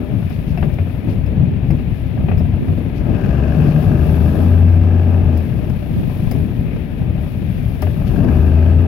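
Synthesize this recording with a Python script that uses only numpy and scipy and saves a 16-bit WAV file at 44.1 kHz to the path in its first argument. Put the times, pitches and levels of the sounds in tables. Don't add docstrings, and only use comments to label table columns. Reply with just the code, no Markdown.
import sys
import numpy as np
from scipy import signal
from scipy.fft import rfft, irfft, next_fast_len
from scipy.io import wavfile
from scipy.ndimage import uniform_filter1d, minimum_filter1d

SR = 44100
rng = np.random.default_rng(int(sys.argv[2]) if len(sys.argv) > 2 else 0)


def dump(signal):
    limited = np.clip(np.atleast_2d(signal).T, -1, 1)
    pcm = np.round(limited * 32767).astype(np.int16)
    wavfile.write(sys.argv[1], SR, pcm)


N = 391166
TIME = np.arange(N) / SR


# opening t/s, closing t/s, target shaft f/Hz, effort rise/s, easing/(dB/s), relative note/dB
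OPENINGS = [(2.85, 5.349, 27.15, 0.36, 3, -13), (7.798, 8.869, 29.93, 0.43, 10, -20)]

def throttle(idle_hz=12, spin_up_s=0.4, spin_down_s=0.3, release_s=0.44):
    shaft_hz, effort, note_gain = idle_hz, 0, 0
    for opens, closes, target_hz, rise_s, ease_db_per_s, note_db in OPENINGS:
        held, shut = np.clip(TIME - opens, 0, closes - opens), np.maximum(TIME - closes, 0)
        run_up = (1 - np.exp(-held / spin_up_s)) * np.exp(-shut / spin_down_s)
        shaft_hz += (target_hz - idle_hz) * run_up
        push = np.minimum(held / rise_s, 1) ** 2
        easing = undb(-ease_db_per_s * np.maximum(held - rise_s, 0))
        effort += push * easing * np.exp(-shut / release_s)
        note_gain += undb(note_db) * during([(opens,), (closes,)], fade_s=0.027)
    return shaft_hz, effort, note_gain


CYLINDERS = [-8.5, -6, -3.5, -8.5, -1.5, -7]

def firings(turns, speed):
    cycle = turns * len(CYLINDERS)
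    count = cycle.astype(int)
    scatter_db = (2.5 - 1.5 * speed) * rng.standard_normal(N)[count]
    strength = undb(np.array(CYLINDERS)[count % len(CYLINDERS)] + scatter_db)
    clicks = unit(strength * np.diff(count, prepend=0))
    puffs = unit(strength * np.exp(-(cycle % 1)))
    return clicks, puffs


# f/Hz, width/Hz, relative level/dB
CHURN_BAND = [(133.3, 50, 0)]

def exhaust_note(turns, shaft_hz, drive, housing_hz=153.2, width_hz=13.9):
    firing_hz = len(CYLINDERS) * shaft_hz
    response = 1 / (1.5 + (2 * (firing_hz - housing_hz) / width_hz) ** 2)
    churn = unit(resonate(rng.standard_normal(N), CHURN_BAND)) * undb(-7)
    phase = 2 * np.pi * len(CYLINDERS) * turns + 0.56 * walk(30)
    tone = np.sin(phase) * undb(2.2 * walk(30))
    return np.sqrt(2) * drive * response * (tone + churn) * pan(left_db=5.5)


# multiple of the shaft rate, relative level/dB
HARMONICS = [(2, 0.5), (5, 6), (7, 2.5), (8, -1), (9, 6.5), (10, -1), (12, -1), (14, -7), (15, -4),
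             (18, -7), (22, -10), (23, -15.5), (27, -14.5), (29, -15), (32, -18), (45, -22)]

def exhaust_buzz(turns, speed, effort):
    buzz = 0
    for order, db in HARMONICS:
        drift = 2 * np.pi * rng.random() + 0.39 * walk(25)
        buzz += undb(db + 2.3 * walk(22)) * np.sin(2 * np.pi * order * turns + drift)
    return np.sqrt(2) * buzz * speed * between(-40.5, -31, effort) * pan(left_db=6)


# t/s, f/Hz, level/dB
BOOM_GLIDES = [
    [(3.3, 66.3, -22), (3.372, 66.9, -17), (3.75, 79.3, -24.5), (3.854, 78.9, -20), (4.3, 78.3, -14)],
    [(4.42, 86.85, -12), (4.672, 88.23, -9.5), (5.194, 88.4, -13), (5.286, 82.9, -15.5),
     (5.39, 82.7, -14.5)],
    [(8.31, 77.3, -13.5), (8.412, 77.6, -11.5), (8.804, 84.5, -9.5), (8.87, 92, -16)],
]

def exhaust_booms():
    booms = 0
    for rows in BOOM_GLIDES:
        hz, db = curve(rows)
        booms += during(rows, fade_s=0.078) * undb(db + 0.5 * walk(37)) * sine(hz)
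    return np.sqrt(2) * booms * pan(left_db=5.5)


# t/s, level/dB
GAS_FLOW = [(0, -24), (1.3, -18), (2.6, -20), (3.4, -21), (4.15, -17), (5.1, -22.5), (6.0, -18), (6.8, -22),
            (7.7, -22), (8.1, -16), (8.87, -22)]
# f/Hz, relative level/dB
GAS_SPECTRUM = [(12, -39), (22, -15), (50, -3), (85, -1), (130, -2), (175, -4), (250, -16.5), (380, -31),
                (600, -30.5), (1000, -44.5), (2000, -86)]
# t/s, half-width/s, underwater level/dB, relief port level/dB
GAS_GULPS = [(0.14, 0.028, -26.5, -37), (0.668, 0.026, -15, -32), (1.088, 0.069, -40, -31),
             (1.356, 0.078, -28, -28.5), (1.734, 0.02, -23, -27), (2.395, 0.083, -19.5, -52),
             (3.113, 0.078, -25, -27.5), (3.878, 0.017, -14, -42), (4.413, 0.074, -26, -28),
             (6.377, 0.079, -29, -31.5), (7.1, 0.052, -27, -47), (8.27, 0.046, -32, -21)]

def burble(puffs, flutter_db=2.5):
    gas_db, = curve(GAS_FLOW)
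    gas = unit(colour(pair(shared=0.76) * (1 + 1.2 * puffs), GAS_SPECTRUM))
    gulps = swells([(s, half_width, db) for s, half_width, db, _ in GAS_GULPS])
    return gas * (undb(gas_db + flutter_db * walk(20)) + gulps) * pan(left_db=8)


# f/Hz, width/Hz, relative level/dB
PORT_MODES = [(242.6, 100.4, 6.5), (298.8, 128, -4), (386.5, 110, -12.5)]

def relief_port(puffs, effort, gargle_db=2.5):
    gargle = between(-32.5, -26.5, effort) * undb(gargle_db * walk(16))
    gulps = swells([(s, half_width, db) for s, half_width, _, db in GAS_GULPS])
    flow = pair(shared=0.79) * (1 + 0.6 * puffs)
    return unit(resonate(flow, PORT_MODES)) * (gargle + gulps) * pan(left_db=8)


# f/Hz, width/Hz, relative level/dB
COWLING_MODES = [(391, 97, 6), (605, 149, 5.5), (699, 170, -4), (971, 69, -6), (1204, 180, -8)]

def cowling(clicks, puffs, speed, effort):
    force = undb(-5) * speed * clicks + (0.88 + 0.61 * puffs) * pair(shared=0.66)
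    gain = between(-43.5, -32, effort) * undb(1.4 * walk(10))
    return unit(resonate(force, COWLING_MODES)) * gain * pan(left_db=11.5)


# f/Hz, width/Hz, relative level/dB
INTAKE_MODES = [(1207, 99, -8), (1616, 260, 2.5), (2596, 410, -2.5), (4430, 2040, -21.5)]

def intake(clicks, puffs, effort):
    airflow = undb(-13.5) * clicks + puffs * pair(shared=0.53)
    return unit(resonate(airflow, INTAKE_MODES)) * between(-65, -44.5, effort ** 1.24) * pan(left_db=18)


# f/Hz, relative level/dB
RASP_SPECTRUM = [(500, -33.5), (900, -16), (1400, -4), (1750, 1.5), (2000, 0), (2500, 3), (3000, -4.5),
                 (3500, -7.5), (4300, -16.5), (6000, -28.5), (9000, -53.5)]

def rasp(puffs):
    noise = unit(colour(pair(shared=0.12) * (1 + 0.25 * puffs), RASP_SPECTRUM))
    return noise * undb(-49.5 + 0.5 * walk(12)) * pan(left_db=15)


# t/s, relative blow level/dB, relative thump level/dB, main f/Hz, upper f/Hz
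BLOWS = [(0.225, -38.5, -18.5, 570, 1420), (0.575, -27, -15.5, 703, 2720), (0.626, -23, -15, 574, 1640),
         (0.786, -28, -8.5, 657, 2490), (1.353, -43, -10.5, 503, 1630), (1.704, -29, -23, 540, 2100),
         (2.176, -32.5, -16, 514, 1630), (2.285, -24, -12, 548, 2580), (2.315, -25.5, -14, 486, 2530),
         (2.453, -37, -19.5, 703, 1620), (2.683, -34.5, -9, 685, 2050), (6.096, -33.5, -20, 1020, 2560),
         (6.314, -30.5, -27, 693, 2160), (7.824, -23.5, -10.5, 643, 1224), (7.868, -27.5, -12.5, 485, 1670)]
# f/Hz, relative level/dB
CRACK_SPECTRUM = [(200, -8), (650, 0), (1200, -4), (1700, -3), (2700, -5), (3600, -21), (6000, -38),
                  (9000, -55)]
# f/Hz, relative level/dB, T60/s
HULL_MODES = [(87.2, 7.5, 0.32), (150, -9.5, 0.69), (232.3, -4.5, 0.11)]
DECK_MODES = [(391, 10, 0.15), (600, 3, 0.25), (700, 16, 0.029), (1154, -2.5, 0.081), (1650, -27, 0.1),
              (2630, -18, 0.09)]

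def knocks(contact_s=0.00055, crack_s=0.014, swell_s=0.017, main_t60=0.18, upper_t60=0.082):
    out, t = np.zeros((2, N)), TIME[:SR // 2]
    for s, db, thump_db, main_hz, upper_hz in BLOWS:
        crack = unit(colour(rng.standard_normal((2, len(t))), CRACK_SPECTRUM)) * np.exp(-t / crack_s)
        panel = ring(DECK_MODES + [(main_hz, 5, main_t60), (upper_hz, 1, upper_t60)], t)
        blow = (undb(-11.5) * panel + undb(-8) * crack) * (1 - np.exp(-t / contact_s))
        thump = ring(HULL_MODES, t) * (1 - np.exp(-t / swell_s))
        add(out, s, undb(db) * blow * pan(left_db=12.5))
        add(out, s, undb(thump_db - 3) * thump * pan(left_db=5))
    return out


# t/s, relative level/dB, ring gain/dB
SNAPS = [(0.298, -44, -11), (0.574, -53, 0), (0.738, -43, -19), (1.262, -47.5, -11), (1.706, -40.5, -12),
         (2.379, -44, -13), (2.393, -46, -10), (3.826, -43, -14), (5.345, -54, -22), (5.373, -38.5, -20),
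         (5.697, -43, -16), (6.312, -30.5, -13), (7.82, -29.5, -21)]
# f/Hz, relative level/dB
SNAP_SPECTRUM = [(400, -8), (1000, -4), (2300, -3), (3700, -9), (5300, -1), (6500, -10), (8300, -13),
                 (11000, -1), (15500, -1)]
# f/Hz, relative level/dB, T60/s
FITTING_MODES = [(2200, -19, .05), (2620, -11, 0.033), (5040, 1.5, 0.082), (5200, 3.5, 0.066),
                 (10300, -6, .04)]

def ticks(contact_s=0.0078, tail_s=0.042):
    out, t = np.zeros((2, N)), TIME[:SR // 8]
    for s, db, ring_db in SNAPS:
        decay = np.exp(-t / contact_s) + 0.1 * np.exp(-t / tail_s)
        snap = unit(colour(rng.standard_normal((2, len(t))), SNAP_SPECTRUM)) * decay
        ringing = undb(ring_db) * ring(FITTING_MODES, t)
        add(out, s, undb(db - 3) * (snap + ringing) * pan(left_db=10))
    return out


# t/s, half-width/s, level/dB
EDDIES = [(0.104, .04, -41), (1.406, 0.025, -22), (1.516, 0.023, -20), (2.288, 0.1, -24),
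          (2.631, 0.024, -20.5), (2.704, 0.035, -21.5), (5.996, 0.054, -21.5), (6.378, 0.087, -24.5),
          (6.756, 0.019, -24), (7.011, 0.024, -27)]
# f/Hz, relative level/dB
WIND_SPECTRUM = [(12, -39), (25, -11), (50, -2), (90, 4), (200, 3.5), (400, -11), (600, -27.5),
                 (900, -30.5), (2000, -71.5)]

def wind(breeze_db=-32):
    rumble = unit(colour(pair(shared=0), WIND_SPECTRUM))
    gusts = undb(breeze_db) + swells(EDDIES)
    return rumble * gusts * undb(2 * walk(50)) * pan(left_db=-5.5)


# t/s, half-width/s, level/dB
WAKE_SURGES = [(0.55, 0.66, -55.5), (2.0, .25, -61), (3.0, 0.77, -59), (3.75, .22, -50), (4.26, 0.32, -43),
               (5.5, 0.65, -56), (6.3, 0.45, -51.5), (7.95, 0.78, -49)]
WAVELETS = [(0.33, 0.022, -57), (0.5, 0.033, -57), (1.11, 0.037, -57.5), (2.98, 0.031, -57.5),
            (3.69, 0.048, -56), (8.08, 0.017, -52), (8.17, 0.013, -60)]
# f/Hz, relative level/dB
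FOAM_THROUGH_MIC = [(2060, -10.5), (3500, 1.5), (3950, -5), (4500, -4.5), (8300, -19.5), (9190, -16),
                    (10600, -3.5), (12100, -2.5), (13400, -6.5), (15100, -13), (15800, -9.5)]
SPLASH_THROUGH_MIC = [(1200, -21), (2700, 7), (3700, -3.5), (4900, -3.5), (6300, -11.5), (8300, -26),
                      (11500, -7), (15500, -21)]
# f/Hz, gain/dB
RIGHT_SHADOW = [(4000, -20.5), (8000, -18), (12500, -14), (14000, -6), (15500, -0.5)]

def wake(burst_spread_db=2, foam_db=-56):
    burst_sizes = np.minimum(rng.exponential(size=N), 3.5)
    bursts = undb(burst_spread_db * np.repeat(burst_sizes, 16)[:N])
    left, right = unit(colour(pair(shared=0.07) * bursts, FOAM_THROUGH_MIC))
    surge = (undb(foam_db) + swells(WAKE_SURGES)) * undb(1.1 * walk(12))
    foam = np.array([left, colour(right, RIGHT_SHADOW)]) * surge
    splashes = unit(colour(pair(shared=0.1) * bursts, SPLASH_THROUGH_MIC)) * swells(WAVELETS)
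    return foam + splashes * pan(left_db=26.5)


# t/s, half-width/s, f/Hz, level/dB
WHISTLE_TONES = [(8.633, .17, 4470, -64), (8.763, 0.074, 7860, -70)]

def whistles(waver=0.003):
    tones = sum(swells([(s, half_width, db)]) * sine(hz * (1 + waver * walk(40)))
                for s, half_width, hz, db in WHISTLE_TONES)
    return tones * pan(left_db=8)


def undb(db):
    return 10 ** (np.asarray(db) / 20)


def unit(x):
    return x / np.sqrt(np.mean(x ** 2))


def sine(hz):
    return np.sin(2 * np.pi * np.cumsum(hz) / SR)


def between(idle_db, open_db, effort):
    return undb(idle_db) * (1 - effort) + undb(open_db) * effort


def curve(rows, ease_s=0.022):
    s, *columns = np.transpose(rows)
    return [uniform_filter1d(np.interp(TIME, s, c), int(ease_s * SR)) for c in columns]


def during(rows, fade_s):
    return np.clip(1 + np.minimum(TIME - rows[0][0], rows[-1][0] - TIME) / fade_s, 0, 1)


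def swells(rows):
    return sum(undb(db) * np.exp(-((TIME - s) / half_width) ** 2) for s, half_width, db in rows)


def walk(rate_hz):
    hold = int(SR / rate_hz)
    steps = np.repeat(rng.standard_normal(N // hold + 1), hold)
    return unit(uniform_filter1d(uniform_filter1d(steps, hold), hold)[:N])


def colour(x, points):
    size = next_fast_len(x.shape[-1])
    hz, db = np.transpose(points)
    bins = np.arange(size // 2 + 1) * SR / size
    gain = undb(np.interp(np.log(bins + 1), np.log(hz), db))
    return irfft(rfft(x, size) * gain, size)[..., :x.shape[-1]]


def resonate(x, modes):
    out = 0
    for hz, width, db in modes:
        b, a = signal.iirpeak(hz, hz / width, fs=SR)
        out += undb(db) * signal.lfilter(b, a, signal.lfilter(b, a, x))
    return out


def ring(modes, t):
    return sum(undb(db + 0.86 * rng.standard_normal()) * np.exp(-np.log(1000) * t / t60)
               * np.sin(2 * np.pi * hz * (1 + 0.025 * rng.standard_normal()) * t)
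               for hz, db, t60 in modes)


def pair(shared):
    return np.sqrt(shared) * rng.standard_normal(N) + np.sqrt(1 - shared) * rng.standard_normal((2, N))


def pan(left_db):
    return undb(np.array([[left_db], [-left_db]]) / 2)


def add(out, s, sound):
    start = int(s * SR)
    out[:, start:start + sound.shape[-1]] += sound[..., :N - start]


def scene():
    shaft_hz, effort, note_gain = throttle()
    speed = (shaft_hz - shaft_hz.min()) / np.ptp(shaft_hz)
    unevenness = 0.035 * (1 - speed) + 0.003
    turns = np.cumsum(shaft_hz * (1 + unevenness * walk(16))) / SR
    clicks, puffs = firings(turns, speed)
    exhaust = exhaust_note(turns, shaft_hz, note_gain * effort) + exhaust_buzz(turns, speed, effort)
    exhaust += exhaust_booms() + burble(puffs) + relief_port(puffs, effort)
    powerhead = cowling(clicks, puffs, speed, effort) + intake(clicks, puffs, effort) + rasp(puffs)
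    return exhaust + powerhead + whistles() + wake() + knocks() + ticks() + wind()


def record(dry, ceiling=0.92, cutoff_hz=15780, fade_s=0.003):
    hold = SR // 50
    gain = ceiling / np.maximum(np.abs(dry).max(axis=0), ceiling)
    gain = uniform_filter1d(minimum_filter1d(gain, hold), hold)
    soft_ends = np.minimum(np.minimum(TIME, TIME[::-1]) / fade_s, 1)
    low_pass = signal.ellip(10, 0.2, 80, cutoff_hz, fs=SR, output="sos")
    return signal.sosfilt(low_pass, dry * gain * soft_ends)


dry = scene()
out = record(dry)
dump(out)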